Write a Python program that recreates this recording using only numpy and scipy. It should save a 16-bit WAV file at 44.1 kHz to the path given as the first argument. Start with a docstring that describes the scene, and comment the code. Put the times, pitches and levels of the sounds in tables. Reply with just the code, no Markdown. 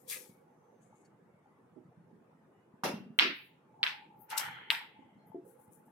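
"""Snooker table at night

Under a hard roof, on a hand-held phone with two microphone ports: a cue strikes and balls clack four times, as
short pushes of air with sharp echoes and noise tails. Thuds and hollow knocks are clusters of decaying modes.
Close by on the left a shoe scuffs and clothes rustle, as strokes of shaped noise with snaps of grit.
Behind lie faint thin tones of wandering phase and a low distant rumble of noise with two hollow bands that swell
as balls roll."""
import sys
import numpy as np
from scipy import signal
from scipy.fft import rfft, irfft, next_fast_len
from scipy.io import wavfile
from scipy.ndimage import uniform_filter1d, map_coordinates

SR = 44100
rng = np.random.default_rng(int(sys.argv[2]) if len(sys.argv) > 2 else 0)


def bounce(signal):
    """Save signal as a 16-bit WAV file at the path given by the first command-line argument."""
    frames = np.transpose(np.atleast_2d(signal))
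    limited = np.clip(frames, -1, 1)
    pcm = np.round(limited * 32767).astype(np.int16)
    wavfile.write(sys.argv[1], SR, pcm)


N = 260631  # samples

# Levels are those ahead of the microphones; a left-right value above 0 dB leans to the left.
# Ball on ball. Each row: peak time in seconds, level in dB, left-right in dB, pitch in Hz, lag of the left in ms,
# crack of first touch in dB, tail in dB, treble tail in dB, stretch of the tail's decay (ratio),
# tilt of the tail in dB per octave.
CLACKS = [(3.19, -3, 2, 2970, 0.0961, -19, -20.5, -47, 1, 0.5),
          (3.8313, -7, 1.8, 3260, .07, -33.5, -29.5, -53, 0.89, -2.5),
          (3.8656, -16, 1.5, 2880, 0, -53, -35.5, -58.5, 0.78, 3.5),
          (4.7039, -5.5, 4.5, 3030, 0, -23, -30.5, -42.5, 0.98, -1.5)]
# Sharp echoes, one list per clack in order of delay, the roof's near 6 to 8 ms. Each row: delay in ms, level in dB,
# left-right in dB, lag of the left in ms.
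ECHOES = [
    [(5.8, -7.6, 0, .14), (6.5, -3.8, -2.7, -.27), (10.1, -15, -13, 0), (34, -14.2, -9.2, .11),
     (37, -17.4, -1, -.23), (56.5, -16, -4, .2)],
    [(3.2, -18.7, 4.8, -.2), (6.7, -8.2, -1.5, .14), (10.9, -19.3, -4.6, .2)],
    [(1.2, -19.8, 4.9, .05), (6.6, -18.5, .9, -.11), (12.8, -21.7, 8.1, -.2)],
    [(6, -16.1, -3.4, .07), (7.6, -20.3, -1.7, .23), (10.9, -20.2, -8.1, .02), (46.6, -21.1, 2.7, .02)],
]
# Colour of the clacks' tail, then of its treble. Each row: frequency in Hz, relative level in dB.
BALL_COLOUR = [(290, -44), (500, -23.5), (623, -16.5), (805, -10.5), (925, -4), (1730, 0.5), (2480, 1),
               (5460, -10), (8000, -35.5), (10400, -72.5), (17600, -120)]
BALL_TREBLE = [(5000, -36.5), (7500, 0.5), (10000, -3.5), (13000, 1), (16000, -10.5)]
# Decay of the yard before each clack's stretch, then of the treble tail. Each row: frequency in Hz, t60 in seconds.
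YARD_DECAY = [(600, 0.31), (1200, 0.31), (2500, 0.44), (4000, 0.39), (6000, 0.24), (12000, 0.16)]
TREBLE_DECAY = [(6000, 0.27), (9000, 0.2517), (13000, 0.27), (16000, .25)]
# Cue tip on the ball. Each row: start in seconds, level in dB, left-right in dB, pitch in Hz,
# lag of the left in ms, tail in dB.
CUE_STRIKES = [(2.8355, -21, 1.5, 1058, 0.18, -28.5)]
# Rattle of shaft, rest and slate. Each row: frequency in Hz, relative level in dB.
CUE_COLOUR = [(59, -46.5), (100, -26.5), (181, -6.5), (513, -7.5), (662, -9.5), (752, -8.5), (4470, -21.5),
              (5420, -17), (7610, -30.5), (10700, -25.5), (16000, -38)]
# Decay of that rattle. Each row: frequency in Hz, t60 in seconds.
CUE_DECAY = [(150, 0.66), (400, 0.42), (1000, .35), (3000, 0.37), (8000, 0.24), (15000, 0.3)]
# Ringing of the cue's shaft and steel rest. Each row: frequency in Hz, level in dB, t60 in seconds.
CUE_RING = [(581, -42, .43), (764, -44, .3), (2283, -48, .2), (2725, -43, .4), (2760, -48, .55),
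            (5308, -54, .28)]
# Soft thuds of cushions, table frame and feet. Each row: time in seconds, relative level in dB, left-right in dB,
# centre pitch in Hz, t60 in seconds, spread to either side in octaves.
THUDS = [(.159, -53.5, -16, 477.6, 0.27, 0.29), (.292, -43.5, -2, 193, 0.083, 0.34),
         (.722, -51.5, -13, 477, 0.16, 0.33), (1.289, -49.5, -8, 460, 0.061, 0.29),
         (1.76, -41.5, -11.5, 317.5, 0.17, 0.62), (1.849, -49, -0.5, 169, 0.2, 0.19),
         (1.969, -49.5, 0, 160, 0.52, 0.29), (2.125, -48.5, -4, 209, .24, 0.3),
         (2.735, -44.5, -1, 179, 0.088, 0.28), (2.863, -32.5, -1, 212, .12, 0.19),
         (2.935, -29.5, -1, 205.4, .3, .2), (3.0, -37, 0, 199.5, 0.21, 0.22),
         (3.058, -41, 0, 214.4, 0.33, 0.19), (3.099, -36.5, -1, 201, .1, 0.3),
         (3.208, -31.5, -4.5, 329.7, 0.22, 0.62), (3.246, -26.5, -3, 334.5, 0.15, .6),
         (3.291, -33.5, -7.5, 277.5, .16, 0.492), (4.471, -45.5, -4.5, 153, 0.38, 0.43),
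         (4.988, -45, -10, 267.3, 0.14, .3), (5.152, -47.5, 3, 195.5, 0.19, 0.51),
         (5.343, -29.5, -3.5, 349, 0.22, 0.32), (5.448, -45, -7.5, 434, .2, 0.34),
         (5.678, -48.5, 2, 160, .21, 0.42)]
# Small hollow knocks of rolling balls. Each row: time in seconds, relative level in dB, left-right in dB,
# centre pitch in Hz, t60 in seconds.
KNOCKS = [(.924, -53.5, 3, 850, 0.15), (1.455, -53.5, 1.5, 818, 0.12), (3.808, -53.5, 5, 895, 0.11),
          (4.109, -56.5, 14, 894, 0.092), (4.325, -32, 3, 868, 0.23), (4.346, -33.5, 7, 871, .2),
          (4.419, -39.5, 1, 850.5, 0.38), (4.716, -32.5, 1, 893, 0.2), (4.809, -41, 3.5, 902, .14),
          (5.315, -56, 21, 868, .13), (5.877, -55.5, 6, 846, .11)]
# Grit under a sole and rubbing cloth, one list of strokes per passage. Each row: time of the peak in seconds,
# relative level in dB, 60 dB rise in seconds, hold in seconds, t60 in seconds, left-right in dB.
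RUSTLES = [
    [(.001, -78, .1, .04, .3, 24), (.08, -57, .015, .012, .1, 13), (.1, -41, .045, .028, .3, 8),
     (.2, -66, .2, .03, .42, 14)],
    [(.818, -82, .05, .02, .4, 22), (.96, -85, .1, .01, .3, 19), (1.01, -85, .1, .01, .2, 19),
     (1.052, -77, .02, .004, .1, 3)],
    [(3.26, -61, .1, .015, .2, 4), (3.364, -70, .2, .02, .4, 16), (3.456, -71.5, .15, .01, .16, 10)],
    [(4.21, -65, .09, .015, .16, 20)],
    [(4.304, -51, .03, .005, .2, 10), (4.38, -30, .025, .002, .06, 9.5), (4.385, -45, .03, .01, .3, 10)],
    [(5.272, -76, .04, .005, .17, 18)],
    [(5.455, -77, .05, .015, .2, 15), (5.48, -72, .05, .035, .25, 14), (5.6, -75, .06, .05, .22, 14),
     (5.722, -68, .04, .035, .24, 12), (5.86, -79, .04, .015, .25, 13)],
]
# Colour of each passage. Each row: frequency in Hz, relative level in dB.
RUSTLE_COLOURS = [
    [(2940, -24.5), (5000, -11.5), (8670, -0.5), (12000, 2.5), (15200, -6.5), (16000, -16.5)],
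    [(2940, -17), (5000, -17), (5280, -14), (5750, -24), (6490, 3.5), (12000, -13), (15600, -44),
     (22000, -120)],
    [(5000, -60.5), (8500, -30), (10600, -5), (14400, -4), (16000, 0)],
    [(5000, -61), (8500, -33), (12000, -2), (14400, -0.5), (16000, -13)],
    [(2940, -31.5), (5000, 0), (6790, -6), (7820, -0.5), (10100, -5), (12400, 4.5), (16000, -15.5)],
    [(5290, -50), (9000, -14.5), (12600, 11), (15400, -25), (16000, -36)],
    [(2650, -49), (4500, -28), (5140, -45), (5530, -21.5), (10200, -2.5), (14900, -9.5), (16000, -14.5)],
]
# Single snaps of grit. Each row: start in seconds, relative level in dB, left-right in dB.
SNAPS = [(0.0874, -36.5, 8), (0.0986, -23, 8), (4.3023, -40, 25), (4.3147, -45.5, 4.5), (4.329, -39.5, 3.5),
         (4.377, -25.5, 11.5), (4.3783, -16.5, 12.5), (4.3922, -29.5, 4.5), (4.4245, -36, 11.5),
         (4.4549, -35.5, 8), (5.7335, -43.5, 9), (5.7514, -56.5, 11.5)]
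# Body, then bright edge, of the two shoe drags, as strokes. Each row: time of the peak in seconds, level in dB,
# 60 dB rise in seconds, hold in seconds, t60 in seconds, left-right in dB.
DRAG_BODIES = [
    [(0.122, -44, 0.09, 0.0063, 0.26, 2.5)],
    [(4.32, -41, .07, 0.11, 0.81, 0.5)],
]
DRAG_EDGES = [
    [(.1, -45, .06, 0.011, 0.36, 1.8)],
    [(4.306, -49.5, .03, .02, 0.18, .5), (4.377, -40, .02, .004, .3, 1)],
]
# Colours of the bodies, then of the edges. Each row: frequency in Hz, relative level in dB.
BODY_COLOURS = [
    [(530, -65.5), (900, -25), (1270, -1.5), (1430, -29), (1620, -1), (1760, -3), (2570, 1), (2900, -14.5),
     (3770, -40), (6380, -120)],
    [(350, -52), (600, -23), (712, -18), (851, 1), (1110, -9), (1400, -0.5), (2260, -6), (2700, -14.5),
     (2900, -10), (3770, -39), (6380, -120)],
]
EDGE_COLOURS = [
    [(1710, -38), (2900, -9), (3420, -0.5), (3710, -4), (5660, -4.5), (6500, -3.5), (8450, -37.5),
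     (14300, -120)],
    [(1650, -28.5), (2800, 1.5), (3830, -4), (4210, 0.5), (4720, -9.5), (6500, -8), (8450, -36),
     (14300, -120)],
]
# Something hollow and metallic hums on after the second drag. Each row: frequency in Hz, relative level in dB.
AFTER_RING = [(1200, -29.5), (1450, -8), (1700, -14.5), (2050, 0.5), (2500, -17.5), (3200, -0.5),
              (3700, -16.5), (4200, -14), (5200, -42.5)]
# Decay of that hum. Each row: frequency in Hz, t60 in seconds.
AFTER_DECAY = [(1450, .9), (2050, 1.6), (3200, 1.31), (4200, 0.87)]
# Faint thin tones. Each row: start in seconds, length in seconds, pitch in Hz, level in dB.
THIN_TONES = [(.22, .2, 2230, -75), (.46, .54, 6250, -88), (.83, .3, 2200, -81), (1.26, .2, 2200, -81),
              (1.045, .025, 4500, -77), (1.045, .025, 5450, -80), (1.47, .15, 2010, -79),
              (2.34, .09, 1900, -80), (2.54, .09, 1950, -78), (2.52, .17, 2900, -85),
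              (5.18, .08, 4200, -82)]
# Colours of the distant rumble, the upper and the lower hollow band. Each row: frequency in Hz, relative level in dB.
NIGHT_COLOUR = [(15, -55.5), (25, -26), (80, -37), (99, -1), (157, 1.5), (309, -4.5), (354, -4),
                (476, -7.5), (560, -11), (840, -12.5), (1160, -15.5), (2000, -24.5), (4250, -41.5),
                (11000, -41.5), (16000, -55.5)]
UPPER_BAND = [(700, -38), (800, 3.5), (860, 9.5), (930, -5.5), (1050, -49.5)]
LOWER_BAND = [(390, -37.5), (450, -4.5), (485, 1.5), (520, -5), (590, -47)]
# Left-right likeness of the rumble. Each row: frequency in Hz, likeness (1 is mono; below 0 counts as 0).
NIGHT_ALIKE = [(60, 0.59), (180, 1), (550, 0.51), (1650, 0.15), (4970, -0.86), (15000, -0.04)]
# Swells of the upper band while balls roll, then of the lower. Each row: time in seconds, relative level in dB.
UPPER_SWELLS = [(0, -78.5), (.52, -69.5), (.8, -80), (3.5, -80), (3.95, -57.5), (4.4, -66), (5.1, -63.5),
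                (5.45, -74), (5.73, -67.5), (5.91, -76.5)]
LOWER_SWELLS = [(0, -62), (.5, -73.5), (.8, -68.5), (1.1, -80.5), (4.1, -81.5), (4.36, -70), (5.25, -83.5),
                (5.51, -61.5), (5.91, -77.5)]

ECHO_PITCH, TOUCH_LEAD_S = .98, .0006  # echo's pitch over the clack's; first touch before the peak
# Weak echoes off balls and cushions: span, greatest level against the clack, mean pitch over the clack's
SCATTER_S, SCATTER_DB, SCATTER_PITCH = .014, -15, .87
KNOCK_SPREAD_OCT = .09
SNAP_T60_S, SPIKE_DB, SPIKE_T60_S = .012, 9, .0025  # a grain's fizz, and the spike over it at the start
NIGHT_DB = -64.5
TOP_HZ = 16100  # top of the sound's band


def balls():
    """Hard balls clack; roof, walls, cushions and other balls return echoes, and the yard a diffuse tail."""
    out = np.zeros((2, N))
    t = np.arange(400) / SR
    for clack, echoes in zip(CLACKS, ECHOES):
        s, db, pan_db, hz, lag_ms, crack_db, tail_db, treble_db, stretch, tilt_db = clack
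        arrivals = [(s, db, pan_db, hz, lag_ms)]
        for delay_ms, echo_db, echo_pan, echo_lag in echoes:
            arrivals.append((s + delay_ms / 1000, echo_db, echo_pan, ECHO_PITCH * hz, echo_lag))
        for u, a, b, c, d in rng.random(size=(7, 5)):
            weak_hz = SCATTER_PITCH * hz * (.9 + .2 * c)
            weak_s = s + .001 + SCATTER_S * u ** 2  # crowded towards the clack
            arrivals.append((weak_s, db + SCATTER_DB - 3 * a, 10 * b - 5, weak_hz, .45 * d - .25))
        for at, *shape in arrivals:
            add(out, at - .001, click(*shape, turns=.7))  # a click peaks 1 ms in

        touch = s - TOUCH_LEAD_S
        hiss = np.diff(uniform_filter1d(rng.standard_normal((2, len(t) + 1)), size=4))
        add(out, touch, amp(crack_db - 60 * t / 0.012) * hiss)
        colour = [(f, level + tilt_db * np.log2(f / 2500)) for f, level in BALL_COLOUR]
        decay = np.multiply(YARD_DECAY, [1, stretch])
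        add(out, touch, amp(tail_db) * tail(colour, decay, rise=.016))
        add(out, touch, amp(treble_db) * tail(BALL_TREBLE, TREBLE_DECAY, rise=.0012))
    return out


def cue():
    """The leather tip gives a duller push; shaft and table go on rattling."""
    out = np.zeros((2, N))
    t = np.arange(SR // 2) / SR
    for s, db, pan_db, hz, lag_ms, tail_db in CUE_STRIKES:
        add(out, s, click(db, pan_db, hz, lag_ms, turns=0.82))
        add(out, s + 0.00044, amp(tail_db) * tail(CUE_COLOUR, CUE_DECAY, rise=.003))
        for ring_hz, ring_db, t60 in CUE_RING:
            drift = np.cumsum(rng.normal(0, .018, (2, len(t))), axis=1)  # the phase wanders: no glassy tone
            envelope = amp(ring_db - 60 * t / t60) * (1 - np.exp(-t / 0.0027))
            add(out, s + 0.0016, envelope * np.sin(2 * np.pi * ring_hz * t + drift))
    return out


def thuds():
    """Cushions, table frame and feet take soft blows, each ringing a cluster of modes."""
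    return soft_blows(THUDS, attack=0.0036, overtone_db=-12.5, lag_ms=.15)


def knocks():
    """Rolling balls knock, hollow and small: the same ringing in a narrow band."""
    table = [row + (KNOCK_SPREAD_OCT,) for row in KNOCKS]
    return soft_blows(table, attack=.0029, overtone_db=-25.0, lag_ms=.08)


def rustles():
    """Grit and cloth rub in the treble, with snaps of grit; the phone's body shades the right port."""
    treble = snaps()
    for strokes, colour in zip(RUSTLES, RUSTLE_COLOURS):
        treble += played(strokes, colour, alike=0.32, patchy_db=3.5, grit_db=2)
    treble[1] = 2 * signal.lfilter(*signal.butter(2, 7500, fs=SR), treble[1])
    return treble


def snaps():
    """A grain gives way: a sharp spike of bright noise, then a short fizz."""
    out = np.zeros((2, N))
    t = np.arange(SR // 10) / SR
    colour = [(2000, -50), (5500, -15.5), (9000, 4.0), (13000, 0), (16000, -11)]  # (Hz, relative dB)
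    for s, db, pan_db in SNAPS:
        grain = noise(len(t), colour, [(1000, 0.94)], patchy_db=-0.5)
        fizz = amp(db - 16 - 60 * t / SNAP_T60_S)
        spike = amp(db - 16 + SPIKE_DB - 60 * t / SPIKE_T60_S)
        onset = 1 - np.exp(-t / .0002)
        add(out, s, grain * (fizz + spike) * onset * sides(pan_db)[:, None])
    return out


def drags():
    """The sole scrapes in the middle range, with bright edges; a metallic hum follows the second drag."""
    out = np.zeros((2, N))
    for strokes, colour in zip(DRAG_BODIES + DRAG_EDGES, BODY_COLOURS + EDGE_COLOURS):
        out += played(strokes, colour, alike=.2, patchy_db=2, grit_db=3)
    add(out, 4.38, amp(-45.5) * tail(AFTER_RING, AFTER_DECAY, rise=0.042))
    return out


def thin_tones():
    """Faint thin tones, wandering in phase, fade in and out."""
    out = np.zeros((2, N))
    for s, length, hz, db in THIN_TONES:
        t = np.arange(0, length, 1 / SR)
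        drift = np.cumsum(rng.normal(0, 0.054, (2, len(t))), axis=1)
        fade = np.sin(np.pi * t / length) ** .5
        add(out, s, amp(db) * fade * np.sin(2 * np.pi * hz * t + drift))
    return out


def night():
    """Distant low rumble with two wavering hollow bands in it, all of shaped noise."""
    t = np.arange(N) / SR
    far = noise(N, NIGHT_COLOUR, NIGHT_ALIKE, patchy_db=3.0) * amp(NIGHT_DB)
    upper = noise(N, UPPER_BAND, [(800, 0.26)], patchy_db=5)
    upper *= amp(np.interp(t, *np.transpose(UPPER_SWELLS)) + 1.7 * wobble(N, rate=4.5))
    lower = noise(N, LOWER_BAND, [(500, .31)], patchy_db=2.5)
    lower *= amp(np.interp(t, *np.transpose(LOWER_SWELLS)) + 2.5 * wobble(N, rate=5))
    return far + upper + lower * amp(-2.5) * sides(-8.0)[:, None]


def click(db, pan_db, hz, lag_ms, turns):
    """A hard contact pushes the air for under two cycles: out, in, out."""
    ear_delay = np.array([[.5], [-.5]]) * lag_ms / 1000
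    t = np.arange(-.001 * SR, .003 * SR) / SR - ear_delay
    cycles = t * hz
    width = np.where(cycles < 0, turns, 1.1 * turns)
    push = np.cos(2 * np.pi * cycles - .3) * np.exp(-(cycles / width) ** 2)
    return -amp(db) * sides(pan_db)[:, None] * push


def soft_blows(table, attack, overtone_db, lag_ms):
    """Each soft blow rings a cluster of close modes, at other strengths in each ear."""
    out = np.zeros((2, N))
    t = np.maximum(np.arange(SR // 2) / SR - np.array([[lag_ms], [0]]) / 1000, 0)  # the left lags
    spread = np.array([-1, -.62, 0, .33, .9])[:, None, None]
    all_luck = rng.standard_normal((len(table), 5, 3, 1))  # per mode: pitch, left and right strength
    for (s, db, pan_db, hz, t60, width), luck in zip(table, all_luck):
        strength = amp(-8 * np.abs(spread) + 2.5 * luck[:, 1:])
        mode_hz = hz * 2 ** (width * (spread + 0.057 * luck[:, :1]))
        modes = strength * np.sin(2 * np.pi * mode_hz * t)
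        overtone = amp(overtone_db) * np.sin(2 * np.pi * 1.95 * hz * t)
        envelope = amp(db - 6.5 - 60 * t / t60) * (1 - np.exp(-t / attack))
        add(out, s + .002, sides(pan_db)[:, None] * (modes.sum(axis=0) + overtone) * envelope)
    return out


def played(strokes, spectrum, alike, patchy_db, grit_db):
    """Friction noise in strokes that rise, hold and die; grit makes it lumpy from one millisecond to the next."""
    first = max(round((strokes[0][0] - .25) * SR), 0)
    t = np.arange(first, min(first + round(1.2 * SR), N)) / SR
    level = 0
    for s, db, rise, hold, t60, pan_db in strokes:
        before = np.clip(s - t, 0, None)
        after = np.clip(t - s - hold, 0, None)
        level = level + sides(pan_db)[:, None] * amp(db - 60 * before / rise - 60 * after / t60)
    rub = noise(len(t), spectrum, [(1000, alike)], patchy_db)
    sound = unit(rub * amp(grit_db * wobble(len(t), rate=900)))
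    return np.pad(sound * level, ((0, 0), (first, N - first - len(t))))


def tail(spectrum, decay, rise):
    """Diffuse answer fading in over a noise of rms 1: each frequency dies at its own speed."""
    source = noise(SR, spectrum, alike=[(200, 1.0), (800, 0.42), (2000, 0.018)], patchy_db=2.0)
    hz, t, z = signal.stft(source, SR, nperseg=256)
    dying = z * amp(-60 * t / along(decay, hz)[:, None])
    sound = signal.istft(dying, nperseg=256)[1][:, :SR]
    return sound * (1 - np.exp(-np.arange(SR) / SR / rise))


def noise(size, spectrum, alike, patchy_db):
    """Stereo noise of rms 1 with patches of random gain; mid and side set how alike the ears are."""
    hz, t, z = signal.stft(rng.standard_normal((2, size + 1024)), SR, nperseg=1024)
    patches = uniform_filter1d(uniform_filter1d(rng.standard_normal(z.shape[1:]), 4, 0), 4, 1)
    turn = np.arccos(np.clip(along(alike, hz), 0, 1)) / 2
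    weights = amp(along(spectrum, hz)) * [np.cos(turn), np.sin(turn)]
    mid, side = z * amp(patchy_db * unit(patches)) * weights[..., None]
    stereo = signal.istft(np.array([mid + side, mid - side]), nperseg=1024)[1]
    return unit(stereo[:, 512:512 + size])


def wobble(size, rate):
    """A smooth random curve, rate knots a second."""
    knots = rng.standard_normal(int(size * rate / SR) + 4)
    return map_coordinates(knots, [np.arange(size) * rate / SR])


def amp(db):
    """Gain from dB."""
    return 10 ** (np.asarray(db) / 20)


def unit(x):
    """Scale to rms 1."""
    return x / np.sqrt(np.mean(x ** 2) + 1e-20)


def along(points, hz):
    """Read (Hz, value) points on a log axis."""
    f, v = np.transpose(points)
    return np.interp(np.log(hz + 1), np.log(f + 1), v)


def sides(pan_db):
    """Left and right gain."""
    return amp(np.multiply.outer([.5, -.5], pan_db))


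def add(out, s, sound):
    """Mix a stereo sound in at s seconds."""
    part = out[:, round(s * SR):][:, :sound.shape[1]]
    part += sound[:, :part.shape[1]]


def scene():
    """Everything at the two microphone ports."""
    table = balls() + cue() + thuds() + knocks()
    return table + rustles() + drags() + thin_tones() + night()


def record(dry):
    """The small microphones lose the bass; nothing sounds above 16.1 kHz."""
    m = next_fast_len(N + SR // 2)
    hz = np.fft.rfftfreq(m, 1 / SR)
    bass_cut = (1j * hz / (60 + 1j * hz)) ** 2
    return irfft(rfft(dry, m) * bass_cut * (hz < TOP_HZ), m)[:, :N]


dry = scene()
out = record(dry)
bounce(out)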